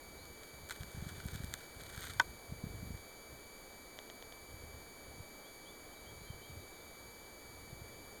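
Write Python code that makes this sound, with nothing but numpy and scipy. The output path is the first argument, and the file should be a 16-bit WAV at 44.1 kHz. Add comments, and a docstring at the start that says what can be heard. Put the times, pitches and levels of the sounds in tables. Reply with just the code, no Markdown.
"""Handling a camera in the open air

Over the hiss of a light breeze, a lens mechanism whines and ticks four times. The hand holding the
camera rumbles and bumps; fingers rub and click on the casing, which rings with one loud snap.
Far away a small bird whistles once and later sings one phrase.
Everything passes through the camera's notch filters."""
import sys
import numpy as np
from scipy import signal
from scipy.fft import rfft, irfft
from scipy.io import wavfile

SR = 44100
rng = np.random.default_rng(int(sys.argv[2]) if len(sys.argv) > 2 else 0)


def unload_wav(signal):
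    """Save mono or channel-first audio to the path in sys.argv[1] as 16-bit WAV at rate SR, clipped to [-1, 1]."""
    wavfile.write(
        sys.argv[1],
        SR,
        np.round(np.clip(np.atleast_2d(signal).T, -1, 1) * 32767).astype(np.int16),
    )


N = 361619
TIME = np.arange(N) / SR


def gain_of(db):
    """Decibels to amplitude."""
    return 10 ** (np.asarray(db) / 20)


def unit_rms(x):
    """Scales to an rms of 1."""
    return x / np.sqrt(np.mean(x ** 2) + 1e-20)


def level_at(spectrum, hz):
    """Interpolates a spectrum on a log-frequency axis."""
    freqs, levels = np.transpose(spectrum)
    return np.interp(np.log(hz + 1), np.log(freqs + 1), levels)


def add(mix, start_s, sound):
    """Mixes a sound in at its start time."""
    part = mix[max(round(start_s * SR), 0):][:len(sound)]
    part += sound[:len(part)]


def shaped(x, gain):
    """Filters x by a gain that is a function of frequency."""
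    return irfft(rfft(x) * gain(np.fft.rfftfreq(len(x), 1 / SR)), len(x))


def drift(rate_hz):
    """Smooth random modulation of rms 1, rolling off above rate_hz."""
    return unit_rms(shaped(rng.standard_normal(N), lambda hz: 1 / (1 + (hz / rate_hz) ** 2)))


def air(wind_hz=1200, swell_db=.45):
    """Steady hiss whose low part swells a little with the breeze."""
    # outdoor air and microphone hiss: (frequency [Hz], density [dB per Hz])
    spectrum = [(15, -84), (45, -84.5), (90, -99.5), (140, -92.5), (200, -88.5), (310, -87), (430, -85),
                (700, -89.5), (1000, -92.5), (2100, -97), (3200, -98.5), (4200, -99), (5300, -102),
                (6750, -99), (7600, -102), (9000, -102.5), (14000, -104.3), (17000, -105.5)]
    hiss = shaped(rng.standard_normal(N), lambda hz: gain_of(level_at(spectrum, hz))) * np.sqrt(SR / 2)
    low = shaped(hiss, lambda hz: 1 / (1 + (hz / wind_hz) ** 2))
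    swell = gain_of(swell_db * drift(2.5))
    return hiss + low * (swell - 1)


def lens_whine(wobble=0.00284, tremble=0.0049, flutter_db=0.5):
    """The mechanism's tones share one restless speed; a fast tremble blurs the high ones."""
    # tones of the mechanism and side tones of its drive: (frequency [Hz], rms level [dB])
    partials = [(2304, -60.5), (2560, -79.5), (4352, -80.5), (4608, -64.5), (4862, -72), (6650, -70.5),
                (6900, -70), (7160, -86), (8940, -80), (9200, -77.5), (9460, -78), (11246, -71.5),
                (11500, -84), (11760, -76.5)]
    jitter = drift(39)
    darting = jitter + 0.29 * (jitter ** 2 - 1)  # further up than down
    speed = 1 + wobble * darting + tremble * drift(196)
    clock = np.cumsum(speed) / SR
    tones = sum(gain_of(db) * np.sin(2 * np.pi * (hz * clock + rng.random())) for hz, db in partials)
    return np.sqrt(2) * tones * gain_of(flutter_db * drift(30))


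def grip_rumble(lumpy_db=3, attack_s=0.012, release_s=0.04, still_hand_db=-68):
    """The hand's faint tremor reaches the microphone, swelling to a lumpy rumble as the grip shifts."""
    # colour of the grip's shudder: (frequency [Hz], relative level [dB])
    spectrum = [(15, -29), (25, -40), (45, -1.5), (75, 3), (110, -2.5), (160, -8.5), (230, -15.5),
                (330, -19.5), (700, -42)]
    # shifts of the grip: (start [s], length [s], level [dB])
    shifts = [(0.058, 0.27, -60.5), (.53, 0.16, -57), (0.799, .05, -49.5), (0.953, .57, -49.5),
              (1.755, 0.61, -55.5), (2.482, .04, -48), (2.633, 0.31, -47.5), (3.284, 0.043, -56),
              (4.494, 0.33, -60.5), (5.07, .14, -57.5), (6.013, 0.4, -57.5), (6.488, 0.093, -51),
              (7.035, .04, -61), (7.476, .58, -59)]
    lumps = rng.standard_normal(N) * gain_of(lumpy_db * drift(36))
    shudder = shaped(lumps, lambda hz: gain_of(level_at(spectrum, hz)))
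    force = gain_of(still_hand_db)
    for start, length, db in shifts:
        attack = np.clip((TIME - start) / attack_s, 0, 1)
        release = np.exp(-np.maximum(TIME - start - length, 0) / release_s)
        force = np.hypot(force, gain_of(db) * attack * release)
    return force * unit_rms(shudder)


def bird(waver=0.011, arch_hz=78, echo_db=-3.5, echo_t60=0.37):
    """Gliding whistles, each bent upward in its middle and blurred by scatter from the surroundings."""
    # whistles: (start [s], length [s], level [dB], pitch [Hz], glide [Hz])
    whistles = [(.17, 0.11, -65, 4260, 1000), (5.433, .072, -65, 3280, 460),
                (5.648, .068, -60.5, 3280, 540), (5.916, 0.031, -65, 3080, 360),
                (5.957, .035, -67, 3780, -350), (6.057, 0.055, -61, 3170, 280), (6.192, .1, -70, 3970, 50),
                (6.259, 0.082, -61.5, 3090, -170), (6.406, 0.082, -62.5, 3110, 310)]
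    song = np.zeros(N)
    unsteady = 1 + waver * drift(90)
    for start, length, db, pitch_hz, glide_hz in whistles + twitter():
        progress = np.linspace(0, 1, round(length * SR))
        arch = np.sin(np.pi * progress)
        hz = pitch_hz + glide_hz * (progress - .5) + arch_hz * arch
        hz *= unsteady[round(start * SR):][:len(hz)]
        envelope = gain_of(db) * np.sqrt(2 * abs(arch))
        add(song, start, envelope * np.sin(2 * np.pi * np.cumsum(hz) / SR))
    tail = rng.standard_normal(SR) * gain_of(-60 * TIME[:SR] / echo_t60)
    echo = signal.oaconvolve(song, tail / np.linalg.norm(tail))[:N]
    return song + gain_of(echo_db) * echo


def twitter(count=13, note_s=.05, pitch_hz=3700, spread_hz=240, glide_hz=253):
    """Faint quick notes of random pitch and glide that close the bird's phrase, as whistle rows."""
    starts_s = np.linspace(6.44, 6.95, count)
    levels_db = np.linspace(-72, -73, count)
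    chances = rng.uniform(-1.1, 1, (count, 3))
    return [(start + late * note_s / 2, note_s, db, pitch_hz + high * spread_hz, glide * glide_hz)
            for start, db, (late, high, glide) in zip(starts_s, levels_db, chances)]


def casing_clicks(crack_gain=4.7, free_ring_db=-12.5, db_per_doubling=22, ring_lag_s=.0003):
    """A crack of contact, then the casing rings; softer knocks stay under the finger and die sooner."""
    # clicks of casing and controls:
    # (time [s], crack level before crack_gain [dB], ring level [dB], treble tilt [dB per octave])
    knocks = [(.2541, -44, -70, 6), (0.434, -41, -69, 2.5), (.69, -39, -70, 8), (0.6968, -35, -49, 2.5),
              (0.7083, -30, -30.5, 4), (.723, -36.5, -46, 6), (.833, -37, -45, 2), (1.006, -48, -62, -1),
              (1.202, -39.5, -43, -2), (1.2655, -40, -55, 16), (1.285, -37.5, -49, 3), (1.349, -43, -54, 1),
              (1.359, -37.5, -58, 6), (1.4362, -40, -56, 4), (1.445, -37.5, -70, 8),
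              (1.539, -24.5, -34, 4.5), (1.836, -40, -65, 6), (1.9767, -39, -56, 1), (2.008, -37, -62, 17),
              (2.0405, -42, -34.5, 9), (2.052, -39, -62, 15), (2.0698, -39, -37.5, 6), (2.136, -38, -59, 4),
              (2.1977, -16, -13.5, -1.5), (2.2148, -38, -58, 3), (2.9751, -47, -60, 1)]
    # modes of the casing: (frequency [Hz], relative level [dB], free t60 [s])
    modes = [(302, -10.5, 0.026), (613, -12, 0.028), (944, -0.5, 0.035), (990, -12.5, 0.064),
             (1156, -11, 0.047), (1230, -10, 0.033), (1497, -0.5, 0.041), (1736, -13.5, 0.04),
             (2046, -1.5, 0.017), (2240, 0, 0.0095), (2530, -16, 0.04), (3220, -10.5, 0.018),
             (3550, -14, 0.03), (4590, -9, .012), (5590, -6, 0.012), (6240, -10.5, 0.0093),
             (6670, -10, 0.0081)]
    out = np.zeros(N)
    for time, crack_db, ring_db, tilt_db in knocks:
        freedom = 2 ** ((ring_db - free_ring_db) / db_per_doubling)
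        add(out, time, crack_gain * gain_of(crack_db) * crack(tilt_db))
        add(out, time + ring_lag_s, gain_of(ring_db) * ring(modes, rise_cycles=3.1, freedom=freedom))
    return out


def crack(tilt_db, decay_s=0.0012, size=512):
    """One contact: a dying chatter of tiny impacts, coloured by the casing."""
    fade = np.exp(-np.arange(size) / SR / decay_s)
    phases = np.angle(rfft(fade * rng.standard_normal(size)))
    chatter = np.sqrt(fade) * irfft(np.exp(1j * phases))  # phases alone give an even spectrum
    return np.convolve(chatter / np.linalg.norm(chatter), slip_response(tilt_db))


def slip_response(tilt_db, size=1024):
    """The casing's answer to one tiny slip, with energy 1, tilted by tilt_db an octave above 1 kHz."""
    # colour of a fingertip catching on the casing: (frequency [Hz], relative level [dB])
    spectrum = [(200, -24), (700, -27), (1150, 2.5), (1500, 13.5), (2000, 3.5), (3600, 3.5), (4500, -1),
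                (6600, -4), (8600, -4), (10300, -18), (12500, -13.5), (17000, -28)]
    hz = abs(np.fft.fftfreq(size, 1 / SR))
    octaves = np.log2(np.maximum(hz, 1000) / 1000)
    log_gain = np.log(gain_of(level_at(spectrum, hz) + tilt_db * octaves))
    minimum_phase = np.exp(np.conj(signal.hilbert(log_gain)))
    response = np.fft.ifft(minimum_phase).real[:size // 2]
    return response / np.linalg.norm(response)


def ring(modes, rise_cycles, freedom=1, shell_hz=1450, size=4096):
    """Struck modes build up and die away; a resting finger (freedom below 1) shortens both."""
    t = np.arange(size) / SR
    freedom = np.clip(freedom, .05, 2)
    hz, db, t60 = np.transpose(modes)[:, :, None]
    choke = min(freedom, 1) ** np.clip((shell_hz / hz) ** 2 - 1, 0, 2)  # the finger mutes low modes
    swell = -np.expm1(-t / freedom * hz / rise_cycles)
    decay = gain_of(db - 60 * t / (freedom * t60))
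    return (choke * swell * decay * np.sin(2 * np.pi * hz * t)).sum(0)


def finger_rub(slips_per_s=3500, spread_db=3, clump_db=3.5, catches_per_s=34, catch_db=22.5):
    """Skin sticks and slips on the casing in clumps of tiny grains, and now and then catches."""
    sizes = gain_of(spread_db * np.minimum(rng.exponential(1, N), 4)) * rng.choice([-1, 1], N)
    slips = sizes * (rng.random(N) < slips_per_s / SR) * gain_of(clump_db * drift(38))
    friction = unit_rms(signal.oaconvolve(slips, slip_response(tilt_db=2.5))[:N])
    catches = gain_of(catch_db) * (rng.random(N) < catches_per_s / SR)
    crackle = signal.oaconvolve(catches, crack(tilt_db=10))[:N]
    return finger_pressure() * (friction + crackle)


def finger_pressure(lead=1.3):
    """In each stroke the finger lands `lead` build-up times before its peak, bears down, then lets go."""
    # strokes over the casing: (peak time [s], build-up [s], let-go [s], peak level [dB])
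    strokes = [(.48, .1, 0.11, -62), (.715, 0.017, 0.11, -53), (1.34, 0.37, 0.14, -53.5),
               (1.55, 0.022, 0.13, -57.5), (2.06, 0.22, 0.12, -50)]
    out = np.zeros(N)
    for peak_s, build_s, let_go_s, db in strokes:
        t = TIME - peak_s
        landed = np.clip((t / build_s + lead) * 10, 0, 1)
        out += gain_of(db) * landed * np.exp(np.minimum(t / build_s, -t / let_go_s))
    return out


def hand_bumps(base_hz=127.4, base_db=-35, db_per_octave=13.5, cycles=0.26, size=4096):
    """Each soft push rocks the camera to and fro once; a harder bump is quicker, so higher."""
    # bumps of the hand on the body: (time [s], envelope peak [dB])
    bumps = [(.821, -38.5), (.95, -39), (0.975, -34.5), (1.027, -33.5), (1.069, -34), (1.259, -33),
             (1.353, -36), (1.405, -35), (1.771, -43.5), (1.981, -37.5), (2.165, -41), (2.525, -32.5),
             (2.641, -30), (2.67, -34), (2.832, -33.5), (2.907, -33.5), (4.545, -43), (4.64, -43.5),
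             (4.745, -44), (5.206, -41), (6.305, -37), (6.575, -41), (7.731, -38), (7.82, -40)]
    out = np.zeros(N)
    t = (np.arange(size) - size // 2) / SR
    for time, db in bumps:
        hz = base_hz * 2 ** ((db - base_db) / db_per_octave)
        push = np.sin(2 * np.pi * (hz * t + rng.random())) / np.cosh(hz * t / cycles)
        add(out, time + t[0], gain_of(db) * push)
    return out


def lens_ticks():
    """Four small steps of the lens mechanism, each a short dry ring."""
    # steps of the mechanism: (time [s], level [dB])
    steps = [(3.9890, -32.5), (4.1, -36), (4.225, -38), (4.3241, -39.5)]
    # modes of a tick: (frequency [Hz], relative level [dB], t60 [s])
    modes = [(700, 1.5, 0.0094), (2070, 3, .0028), (3100, 13, 0.0021), (5560, 1, 0.0029)]
    out = np.zeros(N)
    for time, db in steps:
        add(out, time, gain_of(db) * ring(modes, rise_cycles=0.68))
    return out


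def scene():
    """All sources at one microphone."""
    bed = air() + lens_whine() + grip_rumble()
    return (bed + bird() + casing_clicks() + finger_rub() + hand_bumps() + lens_ticks())[None]


def record(dry):
    """The camera's notch filters, then its band limit."""
    # notch filters: (centre [Hz], width [Hz], depth [dB])
    notches = [(2710, 660, -22), (5000, 470, -32), (5700, 760, -15), (7850, 700, -15), (15700, 560, -11)]
    for hz, width, depth_db in notches:
        notched = signal.lfilter(*signal.iirnotch(hz, hz / width, SR), dry)
        dry = notched + gain_of(depth_db) * (dry - notched)
    lowpass = signal.firwin(1023, cutoff=17230, window=("kaiser", 8), fs=SR)
    return signal.oaconvolve(dry, lowpass[None], "same")


dry = scene()
out = record(dry)
unload_wav(out)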